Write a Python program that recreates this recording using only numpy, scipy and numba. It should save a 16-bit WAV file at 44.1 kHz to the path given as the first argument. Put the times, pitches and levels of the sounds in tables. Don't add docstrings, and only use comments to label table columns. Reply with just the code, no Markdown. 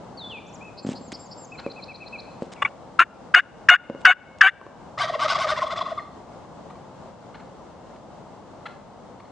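import sys
import numpy as np
from scipy import signal
from scipy.fft import rfft, irfft
from scipy.io import wavfile
from scipy.ndimage import map_coordinates
from numba import njit

SR = 44100
rng = np.random.default_rng(int(sys.argv[2]) if len(sys.argv) > 2 else 0)


def digitize_waveform(pressure):
    field = np.atleast_2d(pressure).T
    bounded = np.clip(field, -1, 1)
    quanta = np.round(bounded * 32767).astype(np.int16)
    wavfile.write(sys.argv[1], SR, quanta)


N = 410571


def undb(db):
    return 10 ** (np.asarray(db) / 20)


def unit(x):
    return x / np.sqrt(np.mean(x ** 2) + 1e-18)


def clock(length):
    return np.arange(max(int(length * SR), 32)) / SR


def add(track, start, x):
    i = int(start * SR)
    track[i:i + len(x)] += x[:max(N - i, 0)]


def wobble(n, rate):
    knots = rng.standard_normal(4096)
    return map_coordinates(knots, [np.arange(n) * rate / SR], order=3, mode="wrap")


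def swell(u, edge):
    return np.sin(np.pi / 2 * np.clip(np.minimum(u, 1 - u) / edge, 0, 1)) ** 2


def running_phase(pitch):
    return 2 * np.pi * np.cumsum(pitch) / SR


def curve(points, hz):
    f, db = np.transpose(points)
    return np.interp(np.log(hz + 1), np.log(f), db)


def colour(x, points):
    size = 2048
    cepstrum = irfft(np.log(undb(curve(points, np.fft.rfftfreq(size, 1 / SR)))))
    cepstrum[1:size // 2] *= 2
    cepstrum[size // 2 + 1:] = 0
    return signal.fftconvolve(x, irfft(np.exp(rfft(cepstrum))))[:len(x)]


def meadow(x, pan_db, echo_db, t60):
    t = clock(1.1)
    decay = undb(-60 * t / t60) * (1 - np.exp(-t / .015))
    shared, left, right = rng.standard_normal((3, len(t))) * decay
    ears = []
    for own in (left, right):
        scatter = unit(shared + .5 * own) / np.sqrt(len(t))
        ears.append(x + undb(echo_db) * signal.fftconvolve(x, scatter)[:N])
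    return np.array(ears) * undb(np.array([[pan_db], [-pan_db]]) / 2)


# (frequency [Hz], relative level [dB])
AIR_SPECTRUM = [(15, -47.5), (25, -37), (43, -11), (183, 0.5), (404, -6.5), (506, -2.5), (649, -3),
                (874, -4), (1150, -10), (1840, -24), (2190, -24), (2360, -30.5), (2670, -27.5), (7230, -35),
                (9500, -45), (12400, -76), (20900, -120)]
# (frequency [Hz], side minus mid [dB])
AIR_WIDTH = [(60, -11), (100, -5), (180, -8), (320, -6), (560, -5), (980, -9), (1720, -5), (3000, -1.5),
             (5240, 0), (9170, 1)]
# (time [s], level [dB])
AIR_LEVEL = [(0, -43), (1.1, -44.5), (2.7, -43.5), (4.5, -44.5), (6.3, -44), (9.3, -45)]


def air(flicker_db=0.9, pan_db=2):
    hz = np.fft.rfftfreq(N, 1 / SR)
    mid, side = (rfft(rng.standard_normal(N)) * undb(curve(AIR_SPECTRUM, hz)) for _ in range(2))
    mid, side = irfft(mid, N), irfft(side * undb(curve(AIR_WIDTH, hz) - 1), N)
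    db = np.interp(np.arange(N) / SR, *np.transpose(AIR_LEVEL)) + flicker_db * wobble(N, 12)
    ears = np.array([[1], [-1]])
    return (mid + ears * side) / mid.std() * undb(db) * undb(ears * pan_db / 2)


BIRD_SYLLABLES = {"slide": (0.223, 0, [4650, 3950, 3510, 3490, 3396, 2750, 2500, 2340]),
                  "peak": (0.046, 0, [5300, 6400, 7400, 6100, 5300]),
                  "whistle": (0.096, 0, [2340, 2560, 2580, 2574, 2420]),
                  "buzz": (.047, 450, [4450, 4600, 4800]), "high buzz": (0.04, 430, [4800, 4950, 4850]),
                  "hook": (.088, 0, [7300, 7450, 7470, 7430, 7400, 7000, 5900]),
                  "arch": (0.049, 0, [2470, 2607, 2466, 2270]),
                  "flick": (.034, 1200, [3940, 4135, 4170, 4410, 5050]),
                  "pip": (0.068, 0, [4220, 4200, 4200])}
# (time [s], syllable, repeats, period [s], first level [dB], last level [dB])
BIRD_PHRASES = [(0.171, "slide", 1, 0, -42.5, -43), (0.462, "peak", 2, .06, -59, -54.5),
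                (.606, "whistle", 1, 0, -46, -45), (.767, "buzz", 2, .18, -44.5, -45.5),
                (.826, "hook", 4, .182, -58.5, -50.5), (1.127, "high buzz", 2, .179, -40, -41),
                (1.516, "arch", 6, .1212, -46.5, -42), (1.574, "flick", 6, .1209, -43, -43.5),
                (5.975, "pip", 1, 0, -58.5, -54)]


def songbird(buzz_hz=230):
    edge, waver, flutter_db = .35, .004, 2.5
    out = np.zeros(N)
    for start, name, count, period, first_db, last_db in BIRD_PHRASES:
        length, depth, contour = BIRD_SYLLABLES[name]
        t = clock(length)
        u = t / length
        position = u * (len(contour) - 1)
        glide = map_coordinates(np.array(contour, float), [position], order=3, mode="nearest")
        buzz_depth = depth * (u ** 3 if name == "flick" else 1)
        fade = swell(u, edge if depth else min(edge, 0.0072 / length))
        for k, db in enumerate(np.linspace(first_db, last_db, round(count))):
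            vibrato = buzz_depth * np.sin(2 * np.pi * buzz_hz * t + wobble(len(t), 191))
            pitch = glide * (1 + waver * wobble(len(t), 313)) + vibrato
            loudness = undb(db + flutter_db * wobble(len(t), 81)) * fade
            add(out, start + k * period, loudness * np.sqrt(2) * np.sin(running_phase(pitch)))
    return out


# (time [s], peak level [dB], favoured pitch [Hz])
BUMPS = [(0.849, -20, 220), (0.868, -21.5, 230), (0.89, -15.5, 234), (0.918, -24.5, 236),
         (1.010, -31.5, 228), (1.080, -32.5, 211), (1.126, -27.5, 239.5), (1.664, -15.5, 522),
         (2.422, -16.5, 393), (3.899, -14.5, 443), (3.949, -22, 535), (4.614, -27.5, 984),
         (4.666, -27, 800)]
# (mean frequency [Hz], 60 dB decay time [s], level [dB])
BUMP_MODES = [(160, 0.043, -7), (216.8, .08, -5), (266.6, 0.048, 1.5), (356.7, 0.042, -3.5), (480, .04, -1),
              (550, 0.072, -5), (800, 0.011, -12.5), (1040, .02, -2.5)]


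def bumps(low_cut_hz=150):
    out, t = np.zeros(N), clock(.2)
    low_cut = signal.butter(2, low_cut_hz, "high", fs=SR, output="sos")
    for start, db, hz in BUMPS:
        ring = np.zeros(len(t))
        for f, t60, mode_db in BUMP_MODES:
            decay = undb(mode_db - 12 * np.log2(f / hz) ** 2 - 60 * t / t60)
            ring += decay * np.sin(2 * np.pi * f * t * rng.normal(1, .04))
        ring = signal.sosfilt(low_cut, ring)
        add(out, start, undb(db) * ring / np.abs(ring).max())
    return out


# (time [s], length [s], level [dB])
RUSTLES = [(.86, .08, -46.5), (1.118, .014, -39), (2.406, .061, -57.5), (2.518, .022, -46),
           (4.003, .018, -53.5), (4.384, .005, -51)]
# (frequency [Hz], relative level [dB])
RUSTLE_COLOUR = [(300, -22.5), (1500, 2), (2800, 4), (5000, -1.5), (8000, -3.5), (10000, -22)]


def rustles(grain_db=5):
    out = np.zeros(N)
    for start, length, db in RUSTLES:
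        t = clock(length)
        grains = rng.standard_normal(len(t)) * undb(grain_db * wobble(len(t), 900))
        add(out, start, undb(db) * unit(colour(grains, RUSTLE_COLOUR)) * swell(t / length, 0.095))
    return out


# (time [s], length [s], level [dB], mid-note pitch [Hz])
CLUCKS = [(1.581, 0.033, -42, 792), (6.698, 0.017, -44.5, 1105), (6.752, 0.013, -49, 1120),
          (7.34, 0.025, -44, 785), (7.394, 0.023, -50, 780), (7.958, .010, -52, 900),
          (8.654, 0.0232, -33.5, 764), (9.197, 0.013, -45.5, 1120), (9.246, 0.016, -53, 994)]
# (frequency [Hz], relative level [dB])
CLUCK_COLOUR = [(500, -17.5), (1100, 15.5), (1700, 4), (2200, 5), (2600, -6.5), (3000, 0.5), (3600, -9),
                (4200, -2.5), (5000, -23), (9000, -22)]


def clucks(sweep=0.446, jitter=0.058, hiss=1.2):
    out = np.zeros(N)
    for start, length, db, hz in CLUCKS:
        t = clock(length)
        u = t / length
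        phase = running_phase(hz * (1 + sweep * (u - .5) + jitter * wobble(len(t), 493)))
        voice = sum(np.cos(k * phase) for k in range(1, 9)) + hiss * rng.standard_normal(len(t))
        add(out, start, undb(db) * unit(colour(voice, CLUCK_COLOUR)) * swell(u, 0.29))
    return out


# a murmur and a stuttered cluck, then five yelps; levels before the throat
# (time [s], length [s], pitch [Hz], level [dB], octave level [dB], half-pitch level [dB],
#  closing rise [share of the pitch]); partials also weaken with their number
HEN_NOTES = [(2.557, 0.079, 1130, -53, 8, -28, 0.04), (2.618, .017, 1122, -9, -13, -12, 0),
             (2.647, .023, 1128, -20, 9, -26, 0.0089), (2.657, .04, 1300, -38, -2, -22.5, .25),
             (2.989, .054, 1370, -3.5, -10.5, -16.5, 0.22), (3.339, 0.073, 1430, -2, -3.5, -8, 0.38),
             (3.685, .085, 1440, 3.5, -3, -2.5, .3), (4.048, .092, 1464, 1.5, -3, -1.5, 0.17),
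             (4.407, 0.097, 1535, -1.5, -0.5, -6, 0.35)]
# (frequency [Hz], gain [dB])
HEN_THROAT = [(200, -40), (400, -24.5), (730, -16), (900, -13), (1150, -6.5), (1500, -3.5), (1900, -2.5),
              (2200, -1.5), (2500, -5), (2850, 2.5), (3150, -20), (3550, -10), (4200, -31.5), (8500, -24)]
# (frequency [Hz], relative level [dB])
BREATHINESS = [(300, -18.5), (1500, -9.5), (3500, -4.5), (4600, -2), (5050, 1.5), (5700, -2), (6500, 8),
               (7600, -3.5), (8500, 0.5), (9600, -20)]
BREAK_FROM, BREAK_SPAN = 0.18, .58
GROWL_DB, GROWL_SLOPE = -18, -.55


def yelps(rough=0.75, calm=0.62, flip=0.1292, fade_s=0.029, hiss_db=-13):
    jitter = .03
    out = np.zeros(N)
    for start, length, hz, db, over_db, half_db, rise in HEN_NOTES:
        t = clock(length)
        n, left = len(t), length - t
        broken = swell((t / length - BREAK_FROM) / BREAK_SPAN, 0.39)
        unrest = 1 - calm * broken
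        overshoot = flip * (length > .06) * np.exp(-((t - .007) / .0045) ** 2)
        closing = rise * np.clip(1 - left / 0.038, 0, 1) ** 2
        phase = running_phase(hz * (1 + overshoot + closing + jitter * unrest * wobble(n, 350)))
        breath = rng.standard_normal(n) * (1 + 0.58 * np.cos(phase / 4))
        voice = undb(hiss_db) * unit(colour(breath, BREATHINESS))
        for k in np.arange(.25, 3.1, .25):
            if k % 1 == 0:
                share = undb(over_db * (k == 2))
            else:
                break_db = half_db if k % .5 == 0 else GROWL_DB + GROWL_SLOPE * half_db
                outside = undb(-12.5) * (k > .6) * (1 - broken)
                share = broken * undb(break_db) + outside
            flutter = 1 + rough * unrest * (wobble(n, 420) + 1j * wobble(n, 700))
            turning = np.exp(1j * (k * phase + rng.uniform(0, 2 * np.pi)))
            voice = voice + share / max(k, .5) * np.real(flutter * turning)
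        attack = np.minimum(t / min(.006, length / 3), 1) ** 1.5
        release = np.minimum(left / min(fade_s, length / 2), 1) ** 1.53
        add(out, start, undb(db) * np.sqrt(2) * voice * attack * release)
    return colour(out, HEN_THROAT)


# (frequency [Hz], relative gain [dB])
TOM_THROAT = [(120, -23), (400, -27), (530, -2), (645, 3.5), (860, -7.5), (1150, 10), (1360, -3), (1560, 8),
              (1760, -3.5), (2080, -0.5), (2600, -20.5), (3500, -7), (3780, -15), (4000, -11), (4400, -24),
              (5000, -15), (6200, -33)]
# (frequency [Hz], relative level [dB])
TOM_RASP = [(40, -22), (120, -16), (300, -25), (480, -17.5), (650, -5), (880, -2), (1150, 3.5), (1800, -16),
            (2100, -3), (2600, -10.5), (3500, -9.5), (5400, -14.5), (6200, -18.5), (9500, -40)]


def syllable(length, hz, force_db, climb=.29, snap=0.1986, rattle_hz=120, bright_db=-1, body_db=-19):
    jitter, rough, rasp_db, patchy_db = .011, .15, -15, 5
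    t = clock(length)
    n, u = len(t), t / length
    snapped = .5 + .5 * np.tanh((u - rng.uniform(.62, .78)) * 20)
    reach = min(length / .075, 1)
    below = climb * np.clip(1 - u / 0.6, 0, 1) ** 1.5 + snap * snapped
    phase = running_phase(hz * (1 - reach * below + jitter * wobble(n, 282)))
    flap = np.cos(running_phase(rattle_hz * (1 + 0.26 * wobble(n, 86))))
    force = undb(bright_db + force_db) * swell(u, 0.49)
    pulses = np.zeros(n)
    for k in range(1, 13):
        strength = (force if k > 3 else 1) * undb(patchy_db * wobble(n, 65.8))
        roughness = 1 + rough * (flap + wobble(n, 485))
        pulses += strength * roughness * np.cos(k * phase + rng.uniform(0, 2 * np.pi))
    voice = unit(colour(pulses, TOM_THROAT)) + undb(body_db) * flap
    chopped = rng.standard_normal(n) * (1 + 0.31 * flap) * (1 + 0.43 * np.cos(phase))
    rasp = unit(colour(chopped, TOM_RASP))
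    return voice * swell(u, 0.052) + undb(rasp_db + force_db) * rasp * swell(u, 0.17)


def hollow_note(length, hz, droop=0.086):
    t = clock(length)
    u = t / length
    phase = running_phase(hz * (1 + droop * (.5 - u) + 0.016 * wobble(len(t), 380)))
    return np.sqrt(2) * swell(u, 0.3) * (np.sin(phase) + undb(-25.0) * np.sin(3 * phase))


# (time [s], length [s], voice level [dB], hollow note level [dB], closing low note level [dB])
GOBBLE_SYLLABLES = [(4.973, 0.093, -27.5, -22.5, -30), (5.073, 0.038, -35, -30, -23),
                    (5.123, 0.043, -33, -25, -21), (5.187, 0.088, -27.5, -21.5, -24),
                    (5.274, .07, -27.5, -21, -29), (5.339, 0.037, -30.5, -20.5, -30),
                    (5.378, 0.085, -27, -27, -34), (5.466, .074, -26, -24.5, -33),
                    (5.559, 0.041, -32, -26, -30), (5.601, 0.052, -33.5, -19, -27.5),
                    (5.655, 0.036, -39.5, -27, -34), (5.698, .045, -31.5, -32, -25),
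                    (5.757, 0.045, -33, -28.5, -31), (5.799, .034, -35, -20.5, -33),
                    (5.848, .038, -42, -25.5, -41), (5.879, .056, -39, -37, -25),
                    (5.959, 0.053, -41, -25.5, -41)]
# (centre [share of its length], length [share of it], mean pitch [Hz])
HOLLOW_NOTES = [(.48, .38, 1124), (.8, 0.3577, 648.3)]
# (time [s], force [dB])
FORCE = [(4.97, 13.5), (5.14, 7), (5.28, 16), (5.45, 9.5), (5.75, 10), (5.88, 9), (6.02, -3)]
TOM_HZ, CLIMB_HZ_PER_S = 628, 1800
HOLLOW_SCATTER = 0.026


def gobble():
    second_db = -12
    out = np.zeros(N)
    for start, length, db, *note_dbs in GOBBLE_SYLLABLES:
        hz = TOM_HZ + CLIMB_HZ_PER_S * length
        force_db = np.interp(start + length / 2, *np.transpose(FORCE))
        add(out, start, undb(db) * syllable(length, hz, force_db))
        shadow = syllable(.8 * length, hz * rng.uniform(0.89, 1.3), force_db)
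        add(out, start + rng.uniform(.004, .016), undb(db + second_db) * shadow)
        for (centre, share, note_hz), note_db in zip(HOLLOW_NOTES, note_dbs):
            note = hollow_note(share * length, note_hz * rng.normal(1, HOLLOW_SCATTER))
            add(out, start + (centre - share / 2) * length, undb(note_db) * note)
    return out


def scene():
    bird = meadow(songbird(), pan_db=1.2, echo_db=-9, t60=.8)
    stirring = meadow(bumps() + rustles(), pan_db=.2, echo_db=-12, t60=.6)
    far_hens = meadow(clucks(), pan_db=1.5, echo_db=-7.5, t60=0.39)
    hen = meadow(yelps(), pan_db=3.0, echo_db=-39.5, t60=0.94)
    toms = meadow(gobble(), pan_db=1.4, echo_db=-10, t60=.65)
    return air() + bird + stirring + far_hens + hen + toms


@njit
def gain_control(peak, top, attack_s, release_s):
    out, gain = np.empty(len(peak)), 1.
    for i in range(len(peak)):
        wanted = min(1., top / (peak[i] + 1e-9))
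        gain += (wanted - gain) / (SR * (attack_s if wanted < gain else release_s))
        out[i] = gain
    return out


TOP_HZ = 9650


def record(dry):
    loudest = np.abs(dry).max(axis=0)
    held = dry * gain_control(loudest, top=0.38, attack_s=0.0031, release_s=0.18)
    clipped = held / (1 + held ** 6) ** (1 / 6)
    return signal.sosfilt(signal.ellip(8, .2, 66, TOP_HZ, fs=SR, output="sos"), clipped)


dry = scene()
out = record(dry)
digitize_waveform(out)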